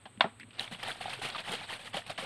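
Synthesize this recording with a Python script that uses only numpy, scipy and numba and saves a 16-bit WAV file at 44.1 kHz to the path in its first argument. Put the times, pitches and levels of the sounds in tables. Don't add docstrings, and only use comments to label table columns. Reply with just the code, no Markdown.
import sys
import numpy as np
from scipy import signal
from scipy.fft import rfft, irfft
from scipy.io import wavfile
from scipy.ndimage import uniform_filter1d
from numba import njit

SR = 44100
rng = np.random.default_rng(int(sys.argv[2]) if len(sys.argv) > 2 else 0)


def transcribe(u):
    v = np.clip(np.atleast_2d(u).T, -1, 1)
    q = np.round(v * 32767).astype(np.int16)
    wavfile.write(sys.argv[1], SR, q)


def voltage_ratio(decibels):
    exponent = np.asarray(decibels, float) / 20
    return 10 ** exponent


N = 99225


def unit(x):
    return x / np.sqrt(np.mean(x ** 2))


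def colour(x, outline):
    hz, db = np.array(outline).T
    grid_hz = np.arange(1025) * SR / 2048
    log_gain = np.interp(np.log(grid_hz + 1), np.log(hz), db) * np.log(10) / 20
    cepstrum = irfft(log_gain)
    cepstrum[1:1024] *= 2
    cepstrum[1025:] = 0
    return signal.fftconvolve(x, irfft(np.exp(rfft(cepstrum))))[:N]


def band(x, hz, width_hz):
    b, a = signal.iirpeak(hz, hz / width_hz, SR)
    return signal.lfilter(b, a, signal.lfilter(b, a, x))


def walk(rate_hz):
    hold = int(SR / rate_hz)
    steps = np.repeat(rng.standard_normal(N // hold + 1), hold)
    return unit(uniform_filter1d(steps, hold)[:N])


def fade(t, start_s, decay_s):
    return np.where(t >= start_s, np.exp(-np.clip(t - start_s, 0, None) / decay_s), 0)


@njit
def rings(n, at_s, hz, t60_s, size, glide, rise_s):
    y = np.zeros(n)
    for k in range(len(at_s)):
        start, length = int(at_s[k] * SR), int(t60_s[k] * SR)
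        phasor, swell = 1 + 0j, 0.
        turn = np.exp(2j * np.pi * hz[k] / SR - np.log(1000) / (t60_s[k] * SR))
        bend = np.exp(2j * np.pi * hz[k] * glide / SR / length)
        for i in range(start, min(start + length, n)):
            swell += (1 - swell) / (1 + rise_s * SR)
            y[i] += size[k] * swell * phasor.imag
            phasor *= turn
            turn *= bend
    return y


def pockets(rows, cycles, rise_s, glide):
    at_s, db, hz = np.array(rows, float).T.copy()
    return rings(N, at_s, hz, cycles / hz, 2 * voltage_ratio(db), glide, rise_s)


def swarm(rate_hz, low_hz, span, cycles):
    when, pitch, strength, length = rng.random((int(rate_hz * N / SR), 4)).T
    hz = low_hz * span ** pitch
    scatter_db = 2
    size = hz * voltage_ratio(-scatter_db * np.log(strength + 0.018))
    t60_s = cycles * (.5 + 2 * length) / hz
    return unit(rings(N, when * N / SR, hz, t60_s, size, 0.14, 0.00023))


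# (start [s], length [s], start level [dB], end level [dB], spray re water [dB])
SURGES = [(0.573, 0.022, -60, -53, -27), (0.579, 0.018, -48, -42.5, -19), (0.593, 0.023, -44.5, -41, -12),
          (0.625, 0.04, -42, -52, -13), (0.67, 0.0097, -49, -50.5, -15), (0.709, 0.027, -43.5, -43, -14),
          (0.741, 0.0078, -44, -44.5, -20), (0.785, 0.05, -46.5, -49.5, -17),
          (0.827, 0.014, -30.5, -40.5, -25), (0.843, 0.073, -42.5, -39, -17.5),
          (0.873, 0.032, -38, -46.5, -11.5), (0.92, 0.072, -49, -52, -14),
          (0.999, 0.017, -50.5, -38, -14.5), (1.021, 0.083, -45.5, -44, -17),
          (1.092, 0.028, -39.5, -43, -15.5), (1.115, 0.022, -49, -37.5, -16.5),
          (1.139, 0.064, -50.5, -49, -14), (1.213, 0.024, -41.5, -39.5, -10.5),
          (1.226, 0.031, -43, -33, -17), (1.258, 0.045, -42, -40.5, -19), (1.314, 0.053, -45.5, -43, -20),
          (1.347, 0.017, -54, -38.5, -19), (1.376, 0.032, -41, -40, -20),
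               (1.434, 0.033, -49.5, -43, -15.5), (1.471, 0.023, -42, -37.5, -14),
               (1.505, 0.045, -37.5, -37, -15.5), (1.551, 0.098, -44.5, -44.5, -18),
               (1.671, 0.028, -53, -41, -14.5), (1.698, 0.04, -44, -39, -13.5),
               (1.747, 0.025, -44, -48.5, -14), (1.789, 0.073, -47, -55.5, -12),
               (1.843, 0.032, -49, -44, -13), (1.927, 0.031, -47.5, -35.5, -19),
               (1.967, 0.049, -34, -51.5, -16), (2.061, 0.031, -46, -49.5, -15),
               (2.093, 0.011, -36.5, -38.5, -15.5), (2.099, 0.024, -39, -48, -23),
               (2.175, 0.012, -37, -38, -15.5), (2.186, .07, -41.5, -43, -13.5)]


def surge_power(t):
    attack_s, release_s = 0.0055, 0.012
    trickle_s, trickle_db, air_treble_db = 0.53, -56.5, -77.5
    water_power = voltage_ratio(trickle_db) ** 2 * (t > trickle_s)
    spray_power = voltage_ratio(air_treble_db) ** 2
    for start_s, length_s, from_db, to_db, spray_db in SURGES:
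        attack = np.clip((t - start_s) / attack_s, 0, 1)
        release = np.exp(-np.clip(t - start_s - length_s, 0, None) / release_s)
        level_db = np.interp(t, [start_s, start_s + length_s], [from_db, to_db])
        power = (attack * release * voltage_ratio(level_db)) ** 2
        water_power = water_power + power
        spray_power = spray_power + power * voltage_ratio(spray_db) ** 2
    return water_power, spray_power


# (frequency [Hz], level [dB])
FROTH = [(80, -18), (130, 3), (330, -13.5), (750, -3.5), (1050, -7.5), (3300, -3), (4300, -8), (6300, -29)]


def water(bubbles, noise):
    droplets = swarm(500, 600, 8, 40.)
    mix = bubbles + voltage_ratio(-9) * noise + voltage_ratio(-10.5) * droplets
    lowpass = signal.butter(4, 7000, fs=SR, output="sos")
    return signal.sosfilt(lowpass, unit(colour(mix, FROTH)))


# (frequency [Hz], level [dB])
SPRAY = [(4500, -17), (6300, -9), (7600, -5), (8600, 3), (10500, -6), (12200, -11.5), (12700, -22),
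         (15700, -28)]


def spray(bubbles, noise):
    return unit(colour(bubbles + voltage_ratio(-0.5) * noise, SPRAY))


# (time [s], level [dB])
SPLATS = [(.398, -59), (0.595, -50), (0.609, -48.5), (.831, -43), (.902, -50), (1.132, -49), (1.286, -46),
          (1.3, -55), (1.402, -53), (1.519, -42.5), (1.534, -43.5), (1.897, -57), (1.942, -48.5),
          (1.968, -43), (2.065, -54), (2.102, -47), (2.210, -55)]


def splat_power(t):
    return sum((voltage_ratio(db) * fade(t, at_s, 0.0055)) ** 2 for at_s, db in SPLATS)


def froth(t):
    bubbles = swarm(13000, 200, 75, 14.)
    noise = rng.standard_normal(N)
    water_power, spray_power = surge_power(t)
    linger_s = 0.0089
    keep = np.exp(-1 / (linger_s * SR))
    lingering = signal.lfilter([1 - keep], [1, -keep], spray_power)
    spray_power = .5 * spray_power + .5 * lingering + splat_power(t)
    return np.sqrt(water_power) * water(bubbles, noise) + np.sqrt(spray_power) * spray(bubbles, noise)


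# (time [s], level [dB], frequency [Hz])
GLUGS = [(0.61, -36, 756), (0.861, -39, 800), (0.884, -32, 700), (0.899, -45, 705), (0.957, -41.5, 745),
         (1.009, -33, 736), (1.057, -27.5, 770), (1.081, -31.5, 710), (1.217, -33.5, 770),
         (1.19, -43.5, 410), (1.255, -43, 630), (1.348, -28, 1240), (1.356, -27, 1145), (1.484, -35, 780),
         (1.515, -41, 387), (1.534, -34, 465), (1.614, -36.5, 790), (1.704, -37, 880), (1.944, -29, 762),
         (1.969, -30.5, 572), (1.989, -38, 657), (2.102, -33.5, 648), (2.186, -34.5, 682),
         (2.225, -40, 523), (2.236, -40, 500)]


def glugs():
    return pockets(GLUGS, cycles=18.4, rise_s=0.0014, glide=0.11)


# (time [s], level [dB], frequency [Hz])
THUDS = [(0.055, -49, 225), (0.176, -38, 222), (0.247, -29.5, 209), (0.712, -36, 245), (0.724, -39, 183),
         (.752, -46, 181), (0.847, -43.5, 119), (1.048, -45.5, 111), (1.172, -45, 133), (1.218, -44.5, 128),
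         (1.494, -35, 196), (1.598, -43.5, 182), (1.946, -36.5, 189.6), (2.069, -44, 186),
         (2.093, -44, 163.4), (2.189, -41, 201), (2.229, -39, 227)]


def thuds():
    return pockets(THUDS, cycles=9.94, rise_s=0.0059, glide=-0.25)


# (time [s], level [dB], frequency [Hz])
DROPS = [(0.6239, -32, 3040), (0.6431, -30.5, 3100), (0.679, -35.5, 3380), (0.7286, -38, 2930),
         (0.7461, -33, 2820), (0.8312, -35, 4900), (0.8351, -27, 3130), (0.8559, -38, 4130),
         (0.8626, -35, 2940), (0.8668, -35, 1760), (0.8815, -36, 3050), (0.893, -32, 1940),
         (0.917, -28, 3400), (1.0135, -35, 2870), (1.0142, -48, 1820), (1.0606, -45, 1160),
         (1.1327, -30, 2600), (1.2173, -41, 2570), (1.2198, -31, 4010), (1.236, -41, 3320),
         (1.2422, -49, 2370), (1.2512, -40, 2820), (1.3013, -28, 4230), (1.3637, -47, 3800),
         (1.3856, -36, 2540), (1.3961, -44, 3540), (1.4014, -40, 3380), (1.4405, -43, 1600),
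         (1.4515, -41, 1900), (1.4812, -32, 1970), (1.4902, -37, 3880), (1.4937, -35, 2630),
         (1.5178, -36, 3100), (1.5333, -30, 3650), (1.5405, -34, 2000), (1.548, -41, 3000),
         (1.5912, -36, 2630), (1.6929, -35, 1830), (1.6987, -30, 3030), (1.7052, -42.5, 1140),
         (1.7186, -39, 1830), (1.7281, -34, 1880), (1.7349, -43, 2070), (1.8768, -36.5, 1860),
         (1.9436, -42.5, 1130), (1.9456, -31.5, 3220), (1.9671, -40, 1120), (1.9688, -25, 2950),
         (1.983, -32, 3160), (2.0205, -41, 1800), (2.0646, -39, 2550), (2.099, -33, 2540),
         (2.1202, -43, 3570), (2.1831, -34, 1970), (2.1883, -35.5, 1117)]


def drops():
    return voltage_ratio(-2) * pockets(DROPS, cycles=29.7, rise_s=0.00053, glide=.05)


# (time [s], level [dB], frequency [Hz])
CRACKLES = [
    (.5953, -19.5, 3870),
    (.5955, -33, 1800),
    (.597, -30, 3300),
    (.608, -29, 2950),
    (.677, -38, 2310),
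    (.905, -32, 1565),
    (1.553, -30, 3180),
]


def crackles():
    return pockets(CRACKLES, cycles=25, rise_s=0.00022, glide=0.)


def strike(modes, at_s, db, again_s, again_db):
    hz, mode_db, t60_s = np.array(modes, float).T.copy()
    sense = np.where(hz > 787.5, -1, (-1.) ** np.arange(len(hz)))

    def blow(when_s, blow_db):
        size = sense * voltage_ratio(mode_db + blow_db) / 3
        return rings(N, when_s + 0 * hz, hz, t60_s, size, 0., .00015)

    return blow(at_s, db) + blow(at_s + again_s, db + again_db)


def dull(x):
    return signal.sosfilt(signal.butter(4, [137, 4200], "band", fs=SR, output="sos"), x)


# (frequency [Hz], level [dB], t60 [s])
CAP = [(230, -19, 0.061), (565, -7.5, 0.034), (650, 0.5, 0.023), (905, -9, 0.01), (1105, 2, 0.032),
       (1253, -10, 0.037), (1553, 1.5, 0.02), (1819, 5, 0.018), (2220, -2.5, 0.038), (2820, 5.5, 0.026),
       (3260, -3.5, 0.025), (3570, 7.5, 0.024), (3650, -11, 0.014), (4330, -9.5, 0.06)]
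# (frequency [Hz], level [dB])
SNAP = [(100, -47), (450, -20), (800, 4.5), (3700, -6.5), (4600, -19), (6300, -35), (8300, -27),
        (14000, -59)]


def cap_snap(t):
    snap_s = .2082
    blows = strike(CAP, snap_s, db=-8.5, again_s=0.00124, again_db=-9.5)
    tail = voltage_ratio(-23.5) * fade(t, snap_s, 0.0092) + voltage_ratio(-36) * fade(t, snap_s, 0.037)
    return dull(blows) + 3 * colour(tail * rng.standard_normal(N), SNAP)


# (frequency [Hz], level [dB], t60 [s])
BODY = [(219.7, 2.5, .12), (397, 0, 0.055), (667, 6, 0.073), (845, 1, 0.078), (1275, 2, 0.021),
        (1815, 1, 0.025)]


def body_knock(t):
    knock_s = .2422
    blows = strike(BODY, knock_s, db=-25, again_s=0.0079, again_db=-5.5)
    noise = unit(band(rng.standard_normal(N), 540, 870))
    return dull(blows + voltage_ratio(-31) * fade(t, knock_s, 0.014) * noise)


# (time [s], level [dB], decay [s], frequency [Hz])
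TICKS = [(0.0583, -42, 0.01, 810), (0.056, -48, 0.013, 2840), (0.055, -45, 0.0094, 1330),
         (0.175, -53, 0.0034, 2500), (0.2057, -41, 0.0068, 2520), (0.3966, -46, 0.0069, 1984),
         (0.3984, -45, 0.0032, 4200), (0.406, -46.5, 0.012, 2270), (0.431, -44, 0.0043, 2140),
         (0.507, -48.5, 0.0073, 2640), (0.198, -46, 0.0067, 600), (0.4, -57, 0.086, 230)]


def ticks(t):
    noise = rng.standard_normal(N)
    total = np.zeros(N)
    for at_s, db, decay_s, hz in TICKS:
        total += voltage_ratio(db) * fade(t, at_s, decay_s) * unit(band(noise, hz, hz * .55))
    return dull(total)


# (frequency [Hz], level [dB])
FIELD = [(30, -11), (110, 1.5), (700, -7), (3500, -12), (4300, -17.5), (6100, -45), (9000, -18.5),
         (15500, -61)]


def air():
    return voltage_ratio(-62.5 + .5 * walk(23.5)) * unit(colour(rng.standard_normal(N), FIELD))


# (frequency [Hz], width [Hz], level [dB])
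DRONES = [
    (8210, 550, -68.5),
    (108.2, 25, -63.5),
    (242.6, 30, -72),
    (60, 17, -78.5),
]


def insects_and_engine():
    total = np.zeros(N)
    for hz, width_hz, db in DRONES:
        level = voltage_ratio(db + walk(hz ** .5))
        total += level * unit(band(rng.standard_normal(N), hz, width_hz))
    return total


def scene():
    t = np.arange(N) / SR
    liquid = froth(t) + glugs() + thuds() + drops() + crackles()
    bottle = cap_snap(t) + body_knock(t) + ticks(t)
    field = air() + insects_and_engine()
    return (liquid + bottle + field)[None]


def low_pass(x):
    return signal.sosfilt(signal.butter(12, 15680, fs=SR, output="sos"), x)


def record(dry):
    return low_pass(dry)


dry = scene()
out = record(dry)
transcribe(out)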